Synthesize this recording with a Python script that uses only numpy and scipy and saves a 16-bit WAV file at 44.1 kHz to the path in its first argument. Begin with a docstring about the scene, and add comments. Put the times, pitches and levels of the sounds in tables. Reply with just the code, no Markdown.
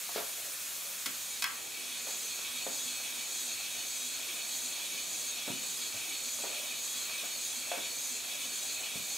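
"""A model steam locomotive runs on compressed air on a wooden workbench, heard close up by two microphones.
At first the workshop murmurs, air hisses from the hose joint and the standing engine, and the bench is knocked and scraped.
After one second the air tap clicks open and the wheels spin up to just under two turns a second; the hiss dips briefly.
Then the crank angle colours the hiss: four exhaust beats a turn, and each air passage rings loudest at its own angle.
The running gear rumbles and throbs below, rods tick once a turn each, and things go on knocking on the bench."""
import sys
import numpy as np
from scipy import signal
from scipy.io import wavfile

SR = 44100
rng = np.random.default_rng(int(sys.argv[2]) if len(sys.argv) > 2 else 0)


def file_out(sig):
    """Save sig as 16-bit WAV at sys.argv[1]."""
    # one column per channel
    cols = np.atleast_2d(sig).T
    # limit, then scale
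    lim = np.clip(cols, -1, 1)
    pcm = np.round(lim * 32767).astype(np.int16)
    wavfile.write(sys.argv[1], SR, pcm)


N = 404397
TIME = np.arange(N) / SR


def from_db(db):
    """Decibels to amplitude gain."""
    return 10 ** (np.asarray(db) / 20)


def rms_one(x):
    """Scale to unit power."""
    return x / np.sqrt(np.mean(x ** 2) + 1e-20)


def in_time(rows):
    """One curve over time per column, joined by straight lines."""
    times_s, *columns = np.transpose(rows)
    return [np.interp(TIME, times_s, column) for column in columns]


def at_hz(points, hz):
    """Read a spectrum on a log-frequency axis."""
    freqs, values = np.transpose(points)
    return np.interp(np.log(hz), np.log(freqs), values)


def drift(rate_hz):
    """Smooth chance that changes about `rate_hz` times a second; spread 1."""
    step = 40   # samples between computed points
    r = np.exp(-2 * np.pi * rate_hz * step / SR)
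    chance = rng.standard_normal(N // step + 2002)
    slow = signal.lfilter([1], [1, -2 * r, r * r], chance)[2000:]   # drop the filter's start
    return np.interp(np.arange(N) / step, np.arange(len(slow)), rms_one(slow))


def swell(turns, angle, count):
    """Rises and falls `count` times a turn, with a top at the given crank angle in turns."""
    return np.cos(2 * np.pi * count * (turns - angle))


def band(x, low_hz, high_hz, order=2):
    """Butterworth band-pass."""
    edges = [low_hz, min(high_hz, .45 * SR)]
    return signal.sosfilt(signal.butter(order, edges, "band", fs=SR, output="sos"), x)


def resonate(x, hz, width_hz):
    """Two-pole resonance that keeps the power of white noise."""
    r = np.exp(-np.pi * width_hz / SR)
    feed = np.sqrt((1 - r * r) / 2) * np.array([1, 0, -1])
    return signal.lfilter(feed, [1, -2 * r * np.cos(2 * np.pi * hz / SR), r * r], x)


def stereo(pair, alike):
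    """Two unrelated signals become left and right with a given correlation."""
    alike = np.clip(alike, -.99, .99)
    middle = np.sqrt((1 + alike) / 2) * pair[0]
    side = np.sqrt((1 - alike) / 2) * pair[1]
    return middle + side * [[1], [-1]]


def add(out, start_s, sound):
    """Mix a short sound in at its start time."""
    start = max(round(start_s * SR), 0)
    out[:, start:start + sound.shape[-1]] += sound[..., :N - start]


# likeness of broad noise at the left and right microphones: pitch_hz [Hz], correlation [-1 to 1]
MICROPHONE_LIKENESS = [(30, 0.092), (120, 0.018), (250, 0.033), (500, 0.067), (1000, 0.4), (2500, 0.89),
                       (5000, 0.88), (9000, 0.76), (14000, 0.52)]


def turbulence(spectrum, flicker_db, flicker_rate_hz):
    """Third-octave bands of stereo noise, each flickering by itself; rms 1."""
    out, white = 0, rng.standard_normal((2, 2, N))
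    lowest_hz, highest_hz = spectrum[0][0], spectrum[-1][0]
    edges = 2 ** np.arange(np.log2(lowest_hz), np.log2(highest_hz) + 1 / 3, 1 / 3)
    for k, (low_hz, high_hz) in enumerate(zip(edges, edges[1:])):
        centre_hz = np.sqrt(low_hz * high_hz)
        gain = from_db(at_hz(spectrum, centre_hz) + flicker_db * drift(flicker_rate_hz))
        noise = band(white[k % 2], low_hz, high_hz)   # neighbouring bands use unrelated noise
        out = out + gain * stereo(noise, at_hz(MICROPHONE_LIKENESS, centre_hz))
    return rms_one(out)


# spectrum of the quiet workshop: pitch_hz [Hz], level_db [dB, relative]
WORKSHOP_SPECTRUM = [(25, -13), (45, -30), (80, -5), (130, -6), (200, -2.5), (380, -1.5), (550, 0.5),
                     (800, -3), (1500, -2), (3000, -25), (8000, -37)]


def workshop():
    """The quiet of the place: faint, slowly flickering broad noise."""
    return from_db(-55.5) * turbulence(WORKSHOP_SPECTRUM, flicker_db=2.0, flicker_rate_hz=2.1)


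def hose_pressure(turns, speed, stroke_db, swing_db, angle):
    """The pressure in the hose, in dB, ripples with each stroke, a little more on one of the two."""
    stroke = stroke_db * swell(turns, STROKE_ANGLE, count=2)
    return speed * (stroke + swing_db * swell(turns, angle, count=1))


# spectrum of the jet at the hose joint: pitch_hz [Hz], level_db [dB, relative]
LEAK_SPECTRUM = [(400, -17.5), (1200, -6.5), (2500, -1), (5000, -1.5), (7000, 2.5), (9600, 2), (11500, 0.5),
                 (13000, -5), (14500, -1.5), (16000, -2)]
# surfaces close around the joint: delay_s [s], level_db [dB against the jet]
NEAR_ECHOES = [(.0017, -19), (.0041, -20), (.0073, -8.5), (0.0125, -8.5)]
# resonances of the gap at the joint: pitch_hz [Hz], width_hz [Hz], level_db [dB, relative]
JOINT_MODES = [(7262, 20, -18), (7930, 40, -20), (9440, 80, -21), (10850, 200, -20), (12750, 400, -17),
               (13450, 250, -20)]


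def hose_leak(leak_db, speed, squeeze_db):
    """A thin jet rippled by near echoes, brightest while the standing engine holds the pressure back."""
    jet = turbulence(LEAK_SPECTRUM, flicker_db=1.04, flicker_rate_hz=22)
    bright = rms_one(band(stereo(rng.standard_normal((2, N)), 0.71), 10500, 17500))
    jet = jet + from_db(squeeze_db) * np.clip(1 - speed, 0, 1) * bright
    jet = jet + sum(from_db(db) * np.roll(jet, round(delay_s * SR), axis=1) for delay_s, db in NEAR_ECHOES)
    whistles = sum(from_db(db) * resonate(rng.standard_normal((2, N)), hz, width_hz)
                   for hz, width_hz, db in JOINT_MODES)
    flutter_db = 0.1 * drift(40)
    return from_db(leak_db + flutter_db + 0.95) * (jet + stereo(whistles, 1.0))


STROKE_ANGLE = 0.027   # mid-stroke of the first cylinder, in turns; the second follows a quarter turn later


def passage(modes, drive_db, turns, speed, sputter_db, own_db, sputter_rate_hz, alike):
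    """Air rings in a passage; the crank opens and closes the way to each mode, and oil makes the jet sputter."""
    out, jet_db = 0, drive_db + sputter_db * drift(sputter_rate_hz)
    stroke = swell(turns, STROKE_ANGLE, count=2)
    for hz, width_hz, level_db, swing_db, angle, stroke_db in modes:
        crank_db = speed * (swing_db * swell(turns, angle, count=1) + stroke_db * stroke)
        gain = from_db(level_db + jet_db + crank_db + own_db * drift(sputter_rate_hz))
        out = out + resonate(rng.standard_normal((2, N)) * gain, hz, width_hz)
    return stereo(out, alike)


# resonances of the exhaust pipe: pitch_hz [Hz], width_hz [Hz], level_db [dB, relative], swing_db [dB over a turn],
# loudest_angle [turns], stroke_db [dB; + swells with the first cylinder, - with the second]
PIPE_MODES = [(2288, 25, -8.5, 3, 0, 0.2), (2357, 16, -15, 1.4, .01, -4), (2451, 30, -11, 2.9, 0.98, 0),
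              (2547, 52, -9, 2.8, 0.97, -0.5), (2659, 32, -18, 7.2, 0.84, 2.5),
              (2965, 25, -17, 7.5, 0.05, -2.5), (3268, 78, -10, 1.6, 0.89, 0.1),
              (3375, 31, -10, 2.2, 0.78, 3), (3597, 97, -13, 4.9, .11, 0),
              (3700, 27, -14.5, 2.5, 0.0097, -6), (3773, 15, -13, 1.1, 0.28, 5),
              (3835, 18, -14.5, 1, 0.43, 2.8), (4032, 48, -12, 1.1, 0.83, -1),
              (4170, 23, -12, 3.7, 0.61, -1.6), (4306, 41, -13.5, 1.2, .69, -5),
              (4370, 21, -9.5, 2.2, 0.18, -2.5), (4490, 270, -7.3, 2.6, .52, -1.5),
              (5000, 26, -12, 3.5, 0.48, 2.6)]
# resonances of the narrow valve ports: pitch_hz [Hz], width_hz [Hz], level_db [dB, relative],
# swing_db [dB over a turn], loudest_angle [turns], stroke_db [dB; + first cylinder, - second]
PORT_MODES = [(6120, 32, -7.4, 3.3, 0.52, 4), (6349, 40, -7.5, 3.2, 0.33, -1.5),
              (6510, 36, -7, 5.2, 0.59, -5), (6625, 25, -6.5, 2.8, 0.42, 3), (6770, 160, -6, 3.3, 0.38, 0),
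              (6970, 15, -8, 2.3, 0.46, 3), (7030, 75, -5.5, 3.9, 0.48, -1.9),
              (7140, 20, -10, 4.5, 0.61, 0), (7360, 70, -13.5, 6, .57, -2), (7720, 31, -10, 1.9, .43, 4.5),
              (7910, 51, -7.5, 2.8, .51, -4), (8520, 130, -7, 2, 0.56, 1.5), (8710, 55, -8, 1.1, .35, 2.5),
              (8970, 46, -14, 2.4, .61, -2), (9280, 51, -23.5, 1.4, .62, -1)]
# spectrum of the broad exhaust rush: pitch_hz [Hz], level_db [dB, relative]
EXHAUST_SPECTRUM = [(500, -14), (1000, -3.5), (1700, 0), (2050, 6.5), (2500, -1.5), (4000, 4), (4900, -10),
                    (5600, 8), (7000, -5), (8500, -9), (10000, -2), (14000, -15)]
BEATS_PER_TURN = 4   # two double-acting cylinders
BEAT_DB, BEAT_ANGLE = 1, 0.16   # swell of each exhaust beat; angle of the first, in turns
SPUTTER_RATE_HZ = 18


def cylinder(hiss_db, turns, speed, closed_db, rush_db, rush_beat_db, rush_swing_db):
    """Exhaust beats: pipe and ports ring over a broad rush, and ring less while the engine stands."""
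    beat = speed * swell(turns, BEAT_ANGLE, count=BEATS_PER_TURN)
    drive_db = hiss_db + BEAT_DB * beat + closed_db * (1 - speed)
    pipe = passage(PIPE_MODES, drive_db, turns, speed, sputter_db=0.68, own_db=1.27,
                   sputter_rate_hz=SPUTTER_RATE_HZ, alike=0.91)
    ports = passage(PORT_MODES, drive_db, turns, speed, sputter_db=0.5, own_db=1.2,
                    sputter_rate_hz=SPUTTER_RATE_HZ, alike=0.94)
    rings = from_db(0.69) * band(pipe, 2300, 4810, order=4)
    rings = rings + from_db(-1.93) * band(ports, 4960, 12000, order=3)
    turn_db = rush_swing_db * speed * swell(turns, 0, count=1)
    rush = from_db(hiss_db + rush_db + rush_beat_db * beat + turn_db)
    return rings + rush * turbulence(EXHAUST_SPECTRUM, flicker_db=1.0, flicker_rate_hz=6.3)


# modes of the bench and the engine frame: pitch_hz [Hz], level_db [dB, relative], t60_s [s]
BENCH_MODES = [(103, 7, 0.13), (150, -3.5, 0.057), (214, -3.5, 0.13), (266, 0.5, 0.19), (433, -4.5, 0.1),
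               (531, -6.5, 0.12), (543, -3, 0.062), (646, 2, 0.068), (695, -2.5, 0.096), (860, -34, 0.031),
               (1130, -10, .06), (1470, -11, .05)]


def knocks(blows, spread_octaves, rattle_octaves):
    """A knock rings the bench modes near its own colour, and loose parts rattle after it."""
    out, t = np.zeros((2, N)), TIME[:SR // 2]
    mode_hz, mode_db, mode_t60_s = np.transpose(BENCH_MODES)[:, :, None]
    modes = from_db(-60 * t / mode_t60_s) * np.sin(2 * np.pi * mode_hz * t)
    for start_s, level_db, centre_hz, t60_s, rattle_db in blows:
        weight = np.exp(-.5 * (np.log2(mode_hz / centre_hz) / spread_octaves) ** 2)
        uneven_db = mode_db + rng.normal(0, 1.0, mode_db.shape)
        strength = weight * from_db(uneven_db) * rng.choice([-1, 1], mode_db.shape)
        noise = stereo(rng.standard_normal((2, len(t))), 0.85)
        rattle = rms_one(band(noise, centre_hz / 2, centre_hz * 2 ** rattle_octaves, order=1))
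        knock = np.sum(strength * modes, axis=0) + rattle * from_db(rattle_db - 60 * t / t60_s)
        knock = band(knock, centre_hz * 0.52, 5300)   # small parts radiate little bass
        add(out, start_s, from_db(level_db) * knock)
    return out


def gesture(start_s, length_s, level_db, attack_s, release_s):
    """Attack, hold and release; attack and release each span 60 dB."""
    before = np.maximum(start_s - TIME, 0) / attack_s
    after = np.maximum(TIME - start_s - length_s, 0) / release_s
    return from_db(level_db - 60 * (before + after))


# faint hollow rubbing on the bench after two of the knocks: start_s [s], length_s [s], level_db [dB]
HOLLOW_RUBS = [(.38, 0.087, -57), (6.4, .22, -56)]
SCRAPE_S, SCRAPE_LENGTH_S, SCRAPE_DB = 0.153, 0.026, -42   # a short slide among the opening knocks


def scrape():
    """Uneven slips under a sliding contact: a bright scrape and a hollow rub."""
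    slips = stereo(rng.standard_normal((2, N)), 0.94) * from_db(2.4 * drift(200))
    bright = gesture(SCRAPE_S, SCRAPE_LENGTH_S, SCRAPE_DB, attack_s=0.065, release_s=.19)
    hollow = sum(gesture(*rub, attack_s=.2, release_s=.45) for rub in HOLLOW_RUBS)
    bright = bright * rms_one(band(slips, 1500, 5200, order=3))
    return bright + hollow * rms_one(band(slips, 510, 660))


ROOM_T60_S = 0.37


def room(x):
    """A short diffuse tail starts 4 ms after each sound, different at each microphone."""
    t = TIME[:SR // 2]
    noise = band(rng.standard_normal((2, len(t))), 90, 2200, order=1)
    tail = noise * from_db(-60 * t / ROOM_T60_S) * (t > .004)
    return signal.fftconvolve(x, tail / np.sqrt(np.sum(tail ** 2) / 2), axes=1)[:, :N]


# spectrum of the running gear: pitch_hz [Hz], level_db [dB, relative]
GEAR_SPECTRUM = [(60, -13), (100, -4.5), (170, -10), (250, -6), (330, 0), (420, -1.5), (700, 0.5),
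                 (1200, -12), (2500, -12)]
FRAME_HZ = 248


def running_gear(turns, speed, rumble_db, drone_db, drone_width_hz, throb_db, beat_db, push_angle):
    """Axles rumble with speed; a frame mode throbs with each piston push, both pushes of a turn alike, and
    swells again with the exhaust beats."""
    rumble = from_db(rumble_db) * turbulence(GEAR_SPECTRUM, flicker_db=3.5, flicker_rate_hz=12)
    push_db = throb_db * swell(turns, push_angle, count=2)
    push_db = push_db + beat_db * swell(turns, push_angle, count=BEATS_PER_TURN)
    frame = stereo(resonate(rng.standard_normal((2, N)), FRAME_HZ, drone_width_hz), 0.078)
    return speed * (rumble + from_db(drone_db + push_db) * frame)


# sharp clicks of the air tap: start_s [s], level_db [dB], lowest_hz [Hz], highest_hz [Hz],
# t60_s [s], ringing_db [dB against the click]
TAP_CLICKS = [(1.0593, -29, 1870, 8500, 0.079, -10.5), (1.4224, -26, 2500, 7060, 0.051, -11),
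              (1.4416, -24.5, 1390, 13800, 0.022, -7)]
# ringing of the tap: pitch_hz [Hz], level_db [dB, relative], t60_s [s, before ring_scale]
TAP_MODES = [(1002, -10, 0.1), (1106, 0.5, 0.051), (1160, -18, 0.39), (1323, -14, 0.37),
             (1586, -0.5, 0.073), (2000, -1.5, 0.079), (2190, -2, 0.14), (2540, -5, 0.11), (2573, -9, .2),
             (3325, -3, 0.1), (4320, -5, 0.074), (5110, -5, 0.14), (5150, -8, 0.13)]


def tap_clicks(crack_db, clatter_db, clatter_t60_s, ring_scale):
    """Each click is a crack and a quickly dying scatter; the tap rings and clatters on."""
    out, t = np.zeros((2, N)), TIME[:SR // 2]
    for start_s, level_db, low_hz, high_hz, t60_s, ring_db in TAP_CLICKS:
        noise = stereo(rng.standard_normal((2, len(t))), 0.91)
        scatter = rms_one(band(noise, low_hz, high_hz, order=1))
        fade = from_db(-60 * t / t60_s) + from_db(crack_db - 60 * t / 0.0044)
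        ring = 0
        for hz, mode_db, mode_t60_s in TAP_MODES:
            decay = from_db(mode_db - 60 * t / (mode_t60_s * ring_scale))
            ring = ring + decay * np.sin(2 * np.pi * hz * t) * rng.choice([-1, 1])
        clatter = rms_one(band(stereo(rng.standard_normal((2, len(t))), 1.0), 900, 3100))
        clatter = clatter * from_db(clatter_db - 60 * t / clatter_t60_s)
        add(out, start_s, from_db(level_db) * (scatter * fade + from_db(ring_db) * (ring + clatter)))
    return band(out, 800, 17000, order=3)


# play in the rods, taken up once every turn: angle [turns], level_db [dB, relative], centre_hz [Hz],
# rattle_t60_s [s], rattle_db [dB, relative]
ROD_PLAY = [(.29, -58, 534, 0.056, -14), (.83, -56, 736, 0.11, 6)]


def rod_ticks(turns, scatter_db):
    """From the second turn on, the rods tick at the same crank angles, unequally hard; rows as for knocks."""
    ticks = []
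    for turn in range(1, int(turns[-1])):
        for angle, level_db, *colour in ROD_PLAY:
            start_s = np.interp(turn + angle, turns, TIME)
            ticks.append((start_s, level_db + scatter_db * rng.standard_normal(), *colour))
    return ticks


# hiss level over time, dipping briefly after the click at 1.44 s and soon recovering:
# start_s [s], exhaust_db [dB, relative], leak_db [dB, relative]
HISS_LEVEL = [(0, -45.5, -43.5), (.9, -46, -44), (1.1, -45, -45), (1.38, -44.5, -45), (1.49, -50, -47.5),
              (1.65, -47.5, -46.5), (1.85, -45.5, -46), (2.2, -45, -45), (9.17, -45, -45)]
# wheel speed: start_s [s], wheel_speed [turns per s]
WHEEL_SPEED = [(0, 0), (1, 0), (1.5, .9), (2, 1.505), (2.6, 1.645), (4, 1.688), (6, 1.731), (9.17, 1.765)]
# knocks on the bench and the frame: start_s [s], level_db [dB, relative], centre_hz [Hz],
# rattle_t60_s [s], rattle_db [dB, relative]
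BENCH_KNOCKS = [(0.091, -45.5, 880, 0.061, 2.5), (0.159, -31, 454, 0.13, -5.5), (0.176, -36, 720, 0.28, -5),
                (0.199, -37.5, 720, .1, -12), (1.061, -47, 277, 0.26, -4), (2.069, -47, 644, 0.34, 0),
                (2.666, -40.5, 560, 0.27, -2.5), (2.683, -48, 263, 0.079, -8),
                (5.477, -40.5, 302, 0.14, 1.5), (5.5, -41, 180, 0.16, -4.5), (5.53, -41, 199, 0.07, -8),
                (5.94, -54.5, 143, 0.34, -2), (6.385, -58, 500, 0.09, 9), (6.437, -39, 490, 0.21, -2.5),
                (6.468, -63, 560, 0.41, -4), (7.232, -48, 600, 0.18, 0), (7.716, -31.5, 770, 0.11, -8),
                (7.738, -45, 680, .1, 6), (7.774, -41.5, 400, 0.17, 2), (8.455, -51.5, 207, .1, -7),
                (8.955, -46, 168, 0.2, -1)]
REST_ANGLE = .402   # where the crank stands before the start, in turns


def scene():
    """Hiss, running gear and contacts in the quiet of the workshop."""
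    exhaust_db, leak_db = in_time(HISS_LEVEL)
    turns_per_s, = in_time(WHEEL_SPEED)
    turns = REST_ANGLE + np.cumsum(turns_per_s) / SR
    speed = turns_per_s / turns_per_s.max()   # 0 standing, 1 at its fastest
    floor = workshop()
    ripple_db = hose_pressure(turns, speed, stroke_db=0.5, swing_db=0.4, angle=0.46)
    leak = hose_leak(leak_db + ripple_db, speed, squeeze_db=-6.5)
    exhaust = cylinder(exhaust_db, turns, speed, closed_db=-5.0, rush_db=-5.5, rush_beat_db=0.3, rush_swing_db=1.9)
    air = exhaust * from_db([[-.4], [.4]]) + leak   # the exhaust is slightly louder on the right
    blows = BENCH_KNOCKS + rod_ticks(turns, scatter_db=1.0)
    contacts = from_db(1) * knocks(blows, spread_octaves=0.4, rattle_octaves=0.86) + scrape()
    contacts = contacts + tap_clicks(crack_db=-18, clatter_db=-7.5, clatter_t60_s=0.47, ring_scale=0.85)
    gear = running_gear(turns, speed, rumble_db=-58.0, drone_db=-63.5, drone_width_hz=14.4,
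                        throb_db=2.5, beat_db=2.5, push_angle=0.13)
    return air + gear + floor + contacts + from_db(-11.0) * room(contacts)


CUTOFF_HZ = 15600


def record(dry):
    """The top is cut steeply."""
    return signal.sosfilt(signal.ellip(12, .1, 80, CUTOFF_HZ, fs=SR, output="sos"), dry)


dry = scene()
out = record(dry)
file_out(out)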